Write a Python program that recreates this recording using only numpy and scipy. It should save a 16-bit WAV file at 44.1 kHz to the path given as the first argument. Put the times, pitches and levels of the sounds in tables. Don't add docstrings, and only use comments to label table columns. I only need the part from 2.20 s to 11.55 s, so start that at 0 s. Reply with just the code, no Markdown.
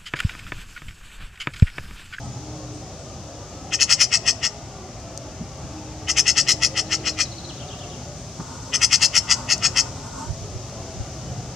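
import sys
import numpy as np
from scipy import signal
from scipy.fft import rfft, irfft, next_fast_len
from scipy.io import wavfile
from scipy.ndimage import uniform_filter1d

SR = 44100
rng = np.random.default_rng(int(sys.argv[2]) if len(sys.argv) > 2 else 0)


def wav_record(signal):
    frames = np.transpose(np.atleast_2d(signal))
    bounded = np.clip(frames, -1, 1)
    quanta = np.round(bounded * 32767).astype(np.int16)
    wavfile.write(sys.argv[1], SR, quanta)


N = 412335
TIME = np.arange(N) / SR
# (time [s], relative rumble level [dB], relative hiss level [dB])
AIR_LEVELS = [(0, -33.5, -45), (.7, -37, -46), (2.9, -36.5, -46.5), (5.3, -34.5, -43.5), (6.0, -36, -44),
              (6.7, -34.8, -42.5), (9.35, -33.5, -43.5)]


def from_db(db):
    return 10 ** (np.asarray(db) / 20)


def rms_one(x):
    return x / np.sqrt(np.mean(x ** 2) + 1e-20)


def in_time(rows):
    s, *columns = np.transpose(rows)
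    return [np.interp(TIME, s, c) for c in columns]


def at_hz(points, hz):
    f, value = np.transpose(points)
    return np.interp(np.log(hz), np.log(f), value)


def drift(rate):
    knots = rng.standard_normal(N // 4)
    return np.interp(TIME * rate, np.arange(len(knots)), knots) * np.sqrt(3 / 2)


def gate(start, end, fade_s):
    return np.clip(np.minimum(TIME - start, end - TIME) / fade_s + .5, 0, 1)


def swell(centre, half, power, fall=0.95):
    span = slice(max(int((centre - 4 * half) * SR), 0), int((centre + 4 * half) * SR))
    u = (TIME[span] - centre) / half
    return span, np.exp(-np.abs(np.where(u < 0, u, u / fall)) ** power / 2)


def colour(x, response):
    size = next_fast_len(N, True)
    hz = np.maximum(np.arange(size // 2 + 1) * SR / size, 1)
    return irfft(rfft(x, size) * response(hz), size)[..., :N]


def panned(db):
    gains = from_db(np.array([db, -db]) / 2).reshape(2, -1)
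    return gains / gains.mean(axis=0)


def formants(modes, hz):
    gains = [from_db(db) / (1 + ((hz - centre) / (width * 0.58)) ** 2) for centre, width, db in modes]
    return np.sqrt(sum(gain ** 2 for gain in gains))


def resonate(x, modes):
    out = 0
    for hz, width, db in modes:
        r = np.exp(-np.pi * width / SR)
        section = [(1 - r * r) / 2, 0, (r * r - 1) / 2, 1, -2 * r * np.cos(2 * np.pi * hz / SR), r * r]
        out = out + from_db(db) * signal.sosfilt([section, section], x + 1e-18)
    return out


def air(spectrum, waver_db):
    # (frequency [Hz], correlation [-1 to 1])
    likeness = [(60, 0.98), (500, .97), (1000, 0.98), (1860, 0.74), (3700, 0.76), (7300, -0.35),
                (15000, 0.44)]
    # (frequency [Hz], left over right [dB])
    balance = [(60, 0.8), (1500, 0.5), (2500, 1.5), (4300, 4.5), (7300, 4.5), (13000, -1)]
    size = next_fast_len(N, True)
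    hz = np.maximum(np.arange(size // 2 + 1) * SR / size, 1)
    alike = at_hz(likeness, hz)
    mid, side = rfft(rng.standard_normal((2, size)))
    ports = np.sqrt(1 + alike) * mid + np.sqrt(1 - alike) * side * [[1], [-1]]
    noise = irfft(ports * from_db(at_hz(spectrum, hz)) * panned(at_hz(balance, hz)), size)[:, :N]
    return noise / np.std(noise.mean(axis=0)) * from_db(waver_db * drift(12))


def patchy(x, depth_db, size=4096):
    cells = signal.stft(x, nperseg=size)[2]
    fading = uniform_filter1d(rng.standard_normal(cells.shape[1:]), size=3, axis=0)
    fading = uniform_filter1d(fading, size=4, axis=1)
    faded = signal.istft(cells * from_db(depth_db * rms_one(fading)), nperseg=size)[1][:, :N]
    return faded * np.std(x) / np.std(faded)


def rumble(trim_db=-2.5):
    # (frequency [Hz], relative density [dB])
    spectrum = [(20, -32), (30, -21), (45, -5), (60, -1), (85, 1), (122, 3), (160, -3), (210, -8.5),
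                (300, -18), (600, -36), (2000, -90)]
    level_db, _ = in_time(AIR_LEVELS)
    return from_db(level_db + trim_db) * air(spectrum, waver_db=0.5)


def traffic():
    # (frequency [Hz], relative density [dB])
    spectrum = [(140, -26), (230, 0), (418, -0.5), (460, -5), (535, 0.5), (779, -1), (1020, -11.5),
                (1190, -7.5), (1560, -17), (2430, -19.5), (3010, -20), (3800, -23.5), (4940, -44),
                (8360, -120)]
    # (time [s], level [dB])
    levels = [(0, -42), (.7, -41), (5.7, -40), (6.65, -45.5), (7.2, -39), (8.0, -43.5), (8.8, -39),
              (9.35, -40)]
    level_db, = in_time(levels)
    return from_db(level_db) * patchy(air(spectrum, waver_db=0.46), depth_db=3.5)


def hiss(trim_db=-1.67):
    # (frequency [Hz], relative density [dB])
    spectrum = [(1400, -16), (2000, -11.5), (3080, -8.5), (4000, -7.5), (5350, 0), (6280, 2), (6800, -0.5),
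                (7800, -7.5), (9000, -15.5), (10100, -22), (12000, -27.5), (15800, -35)]
    _, level_db = in_time(AIR_LEVELS)
    return from_db(level_db + trim_db) * air(spectrum, waver_db=0.16)


def spells(rows):
    return sum(from_db(db) * gate(start, end, fade_s=0.096) for start, end, db in rows)


def hum(hz=303.8, rise_hz_per_s=1.8, upper_ratio=1.4, upper_db=-10, drone_hz=122, waver_db=1.0):
    # (start [s], end [s], level [dB])
    hum_spells = [(.25, .63, -38.5), (1.0, 1.25, -46), (1.35, 1.7, -48.5), (3.5, 4.1, -40.5),
                  (4.27, 5.05, -40)]
    # (start [s], end [s], level [dB])
    drone_spells = [(-.1, .62, -37.5), (9.0, 9.45, -41)]
    phase = 2 * np.pi * np.cumsum(hz + rise_hz_per_s * TIME + 1.444 * drift(14)) / SR
    tone = spells(hum_spells) * (np.sin(phase) + from_db(upper_db) * np.sin(upper_ratio * phase))
    drone = spells(drone_spells) * np.sin(2 * np.pi * drone_hz * TIME)
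    return from_db(waver_db * drift(9.7)) * (tone + drone)


def zoom_motor(base_db=-44, flutter_db=2.5, mesh_hz=900, whine_db=-8, throb_db=4.5, sway_db=-6):
    # (frequency [Hz], width [Hz], gain [dB])
    housing_modes = [(252, 45, 3.5), (420, 65, -8.5), (680, 68, -11), (913, 68, 1.5), (1060, 120, -2.5),
                     (1240, 45, 0), (1430, 124, -3.5), (6030, 1200, -16), (7560, 410, -13),
                     (8700, 600, -23.5), (11100, 1200, -37)]
    # (frequency [Hz], width [Hz], gain [dB])
    sway_modes = [(378, 590, -7), (624, 130, 6), (815, 420, -0.5)]
    # (centre [s], half length [s], extra level [dB])
    surges = [(7.15, .08, 6.5), (7.59, 0.059, 5), (7.966, 0.067, 3.5)]
    level_db = base_db + sum(db * np.exp(-((TIME - s) / half) ** 2 / 2) for s, half, db in surges)
    running = gate(start=6.18, end=8.09, fade_s=.06)
    gears = rms_one(colour(rng.standard_normal(N), lambda hz: formants(housing_modes, hz)))
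    sway = rms_one(colour(rng.standard_normal(N), lambda hz: formants(sway_modes, hz)))
    throb = from_db(throb_db * drift(35))
    mesh_phase = 2 * np.pi * np.cumsum(mesh_hz * (1 + .025 * drift(18))) / SR
    whine = rms_one(throb * np.sin(mesh_phase))
    whirr = gears + from_db(whine_db) * whine + from_db(sway_db) * sway * [[1], [-1]]
    return running * from_db(level_db + flutter_db * drift(22)) * whirr


def bumps(knock_likeness=0.93, puff_half_s=0.016, puff_hz=79.6):
    # (time [s], half length [s], frequency [Hz], level [dB])
    knocks = [(.08, 0.018, 130, -34), (3.22, .012, 179, -28.5), (3.445, 0.015, 127, -32.5),
              (6.203, 0.0054, 1000, -35), (6.207, .007, 185, -27.5), (9.13, .05, 128, -32)]
    # (time [s], left level [dB], right level [dB])
    puffs = [(8.104, -41, -21.5), (8.226, -48, -33), (8.365, -34, -27.5), (8.801, -25, -28)]
    events = [(s, half, hz, db, db, knock_likeness) for s, half, hz, db in knocks]
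    events += [(s, puff_half_s, puff_hz, left_db, right_db, 0) for s, left_db, right_db in puffs]
    out = np.zeros((2, N))
    for s, half, hz, left_db, right_db, alike in events:
        span, shape = swell(s, half, power=1.5)
        band = signal.butter(2, [hz * 0.75, hz * 1.28], "band", fs=SR, output="sos")
        left, other = signal.sosfilt(band, rng.standard_normal((2, SR)))[:, -len(shape):] * shape
        right = alike * left + np.sqrt(1 - alike ** 2) * other
        ports = np.array([from_db(left_db) * rms_one(left), from_db(right_db) * rms_one(right)])
        out[:, span] += ports * np.sqrt(np.mean(shape ** 2))
    return out


def ticks(pan_db=7.0):
    # (time [s], level [dB])
    strikes = [(2.801, -31), (2.9758, -16.5), (7.38, -20)]
    # (frequency [Hz], width [Hz], gain [dB])
    modes = [(4770, 490, -1), (6230, 890, 4), (8240, 600, -1.5), (11500, 2500, -24)]
    clicks = np.zeros(N)
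    for s, db in strikes:
        clicks[int(s * SR)] = from_db(db)
    ringing = resonate(clicks, modes)
    return panned(pan_db) * ringing * clicks.max() / np.abs(ringing).max()


def foliage(x, t60, scatter_db):
    t = TIME[:SR // 2]
    tail = rng.standard_normal((2, len(t))) * from_db(-60 * t / t60) * (1 - np.exp(-t / 0.0044))
    tail /= np.sqrt(np.sum(tail ** 2, axis=1, keepdims=True))
    return from_db(scatter_db) * signal.fftconvolve(x, tail, axes=1)[:, :N]


def song_notes(chip_s=0.0154, chip_hz=(4520, 4100, 3670)):
    # (start [s], level [dB])
    chips = [(4.663, -46), (4.795, -47), (4.927, -45), (5.049, -40), (5.113, -38.5), (5.177, -37.5),
             (5.24, -37), (5.288, -40.5)]
    # (start [s], length [s], three pitches [Hz], level [dB])
    slur = [(5.289, 0.028, (3960, 3100, 2630), -41)]
    # (start [s], level [dB])
    figures = [(5.374, -44), (5.481, -42), (5.585, -43), (5.692, -47)]
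    # (delay [s], length [s], three pitches [Hz], gain [dB])
    strokes = [(0, 0.0186, (3980, 3590, 3200), -2.2), (.017, .025, (2700, 3080, 3600), 0),
               (.038, .024, (3560, 2910, 2620), -.5)]
    # (start [s], length [s], start pitch [Hz], end pitch [Hz], level [dB])
    thin_calls = [(.027, .047, 7800, 8400, -57), (.115, .035, 6940, 7050, -48.5),
                  (.52, .06, 8000, 8650, -56), (.76, .11, 8250, 7800, -59), (1.27, .08, 7680, 7350, -58),
                  (5.967, 0.051, 7950, 8500, -55)]
    trill = [(s, chip_s, chip_hz, db) for s, db in chips]
    close = [(s + delay, length, pitches, db + stroke_db)
             for s, db in figures for delay, length, pitches, stroke_db in strokes]
    calls = [(s, length, (start_hz, (start_hz + end_hz) / 2, end_hz), db)
             for s, length, start_hz, end_hz, db in thin_calls]
    return trill + slur + close + calls


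def songbird(pan_db=1.5, direct_db=-0.5, pitch_scatter=.012):
    song = np.zeros(N)
    for s, length, pitches, db in song_notes():
        u = np.linspace(0, 1, int(length * SR))
        sung_hz = pitches * (1 + pitch_scatter * rng.standard_normal(3))
        hz = np.polyval(np.polyfit([0, .5, 1], sung_hz, 2), u)
        at = int(s * SR)
        song[at:at + len(u)] += from_db(db) * np.sin(np.pi * u) * np.sin(2 * np.pi * np.cumsum(hz) / SR)
    song = song * panned(pan_db) * np.sqrt(2)
    near_leaves = foliage(song, t60=.05, scatter_db=-3.5)
    far_trees = foliage(song, t60=.7, scatter_db=-2)
    return from_db(direct_db) * song + near_leaves + far_trees


def syrinx(pulse_hz, jitter, uneven_db, rasp):
    phase = np.cumsum(pulse_hz * np.exp(jitter * drift(600))) / SR
    slaps = np.diff(np.floor(phase), prepend=0) * from_db(uneven_db * rng.uniform(-0.79, 1, N))
    rush = rng.standard_normal(N) * (1 + np.cos(2 * np.pi * phase))
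    return rms_one(slaps) + rasp * rms_one(rush)


def rattle(rate_hz, jitter, ring_s):
    phase = np.cumsum(rate_hz * np.exp(jitter * drift(120))) / SR
    snaps = np.diff(np.floor(phase), prepend=0) * rng.uniform(0.26, 1, N)
    return signal.lfilter([1], [1, -np.exp(-1 / (ring_s * SR))], snaps)


def posture(modes, shift, spread_db):
    change = rng.standard_normal((len(modes), 2))
    return [(hz * (1 + shift * a), width, db + spread_db * b)
            for (hz, width, db), (a, b) in zip(modes, change)]


def tract(x, modes, centre_hz, size=8192):
    hz = np.arange(size // 2 + 1) * SR / size
    gain = formants(modes, hz)
    weight = gain ** 2 / np.sum(gain ** 2)
    mean = weight @ hz
    spread = np.sqrt(weight @ (hz - mean) ** 2)
    gain = gain * np.exp((centre_hz - mean) / spread * np.tanh((hz - mean) / spread / 2))
    cepstrum = irfft(np.log(gain + 1e-6))
    cepstrum[1:size // 2] *= 2
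    cepstrum[size // 2 + 1:] = 0
    return irfft(rfft(x, size) * np.exp(rfft(cepstrum)))[:len(x)]


def saturate(x, ceiling):
    swing = uniform_filter1d(np.abs(signal.hilbert(rms_one(x))), size=15)
    return rms_one(x / (1 + (swing / ceiling) ** 4) ** (1 / 4))


def burst_ages(syllables, gap_s=.5):
    times = np.array(syllables)[:, 0]
    opens = np.diff(times, prepend=-np.inf) > gap_s
    return times - np.maximum.accumulate(times * opens)


def magpie(full_effort_db=-11, warm_up_s=0.11, throat_lead_s=0.0072, top_hz=12000):
    # (centre [s], relative level [dB])
    syllables = [(1.546, -16.5), (1.627, -11), (1.725, -10.5), (1.826, -10.5), (1.95, -12.5),
                 (2.092, -12.5), (2.257, -16.5), (3.905, -15.5), (3.994, -11), (4.094, -11.5), (4.195, -12),
                 (4.308, -11.5), (4.448, -13), (4.593, -17), (4.739, -17), (4.884, -19), (5.012, -16),
                 (6.555, -15), (6.642, -10.5), (6.744, -10.5), (6.843, -10.5), (6.973, -11), (7.122, -11.5),
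                 (7.322, -13.5), (7.458, -13), (7.592, -12)]
    # (frequency [Hz], width [Hz], gain [dB])
    throat = [(810, 230, -4), (1325, 210, 6.5), (1886, 164, 10), (2073, 180, 8), (2547, 120, 9),
              (2867, 480, 5), (3230, 170, 0.5)]
    # (frequency [Hz], width [Hz], gain [dB])
    windpipe = [(4520, 410, -0.5), (5050, 300, 1.5), (5400, 280, 5.5), (5827, 380, 1.5), (6300, 580, -9),
                (6490, 320, -3)]
    # (frequency [Hz], width [Hz], gain [dB])
    beak = [(7575, 670, 5.5), (8680, 1250, -8.5), (9840, 1000, -18), (11000, 800, -21.5),
            (14000, 2500, -35)]
    source = syrinx(pulse_hz=720.5, jitter=.2, uneven_db=2.5, rasp=0.93)
    snaps = rattle(rate_hz=120, jitter=0.24, ring_s=0.003)
    voice = np.zeros(N)
    for (s, level_db), age in zip(syllables, burst_ages(syllables)):
        effort_db = level_db - full_effort_db
        opening = np.exp(-(age / warm_up_s) ** 2)
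        half_s = 0.91 * (0.02 - 0.0058 * opening)
        rasp_hz = 5556 + 350 * opening
        throat_hz = 2694 - 210 * age
        beak_hz = 7800 + 38 * effort_db
        throat_swell = swell(s - throat_lead_s, half_s, power=2.03, fall=0.69)
        rasp_swell = swell(s, half_s, power=2.38, fall=0.92)
        parts = [(throat, throat_hz, -20.5 + 0.53 * effort_db, throat_swell, 2.1),
                 (windpipe, rasp_hz, -14 + effort_db, rasp_swell, 3.3),
                 (beak, beak_hz, -25 + 1.1 * effort_db, rasp_swell, 3.3)]
        for modes, centre_hz, db, (span, shape), snap_depth in parts:
            rattling = 1 + snap_depth * from_db(effort_db) * np.sqrt(shape) * snaps[span]
            drive = source[span] * shape * rattling
            sound = tract(drive, posture(modes, shift=.016, spread_db=1.72), centre_hz)
            voice[span] += from_db(db) * saturate(sound, ceiling=5.8) * np.sqrt(np.mean(shape ** 2))
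    return signal.sosfilt(signal.butter(4, top_hz, fs=SR, output="sos"), voice + 1e-18)


def from_fence_post(voice):
    # (delay [s], gain [dB])
    echoes = [(.0061, -18.5), (0.015, -21.5), (0.0215, -19)]
    # (frequency [Hz], left over right [dB])
    balance = [(1300, 0), (2000, 2.7), (2600, 6), (3700, -0.5), (4500, 11), (5400, 9), (6500, 4.5),
               (7000, -3), (7600, 11.5), (8300, 8), (9900, -1.5), (11500, 5.5)]
    # (frequency [Hz], lead of the left [rad])
    lead = [(0, 0), (1980, 0.042), (2330, 0.38), (3190, -0.41), (3790, 1), (4050, 1), (4390, 0.64),
            (4910, 0.0), (6030, -0.57), (6720, -0.4), (7060, -0.036), (7490, 0.71)]

    def port_response(hz):
        return panned(at_hz(balance, hz)) * np.exp(.5j * at_hz(lead, hz) * [[1], [-1]])

    reflected = sum(from_db(db) * np.interp(TIME - delay, TIME, voice) for delay, db in echoes)
    near = colour(voice + reflected, port_response)
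    return near + foliage(near, t60=0.42, scatter_db=-19)


def scene():
    birds = from_fence_post(magpie()) + songbird()
    open_air = rumble() + traffic() + hiss()
    return birds + open_air + zoom_motor() + hum() + bumps() + ticks()


def record(dry):
    top_cut = signal.ellip(10, .1, 80, 15800, fs=SR, output="sos")
    return signal.sosfilt(top_cut, np.clip(dry, -1, 1))


dry = scene()
out = record(dry)
wav_record(out)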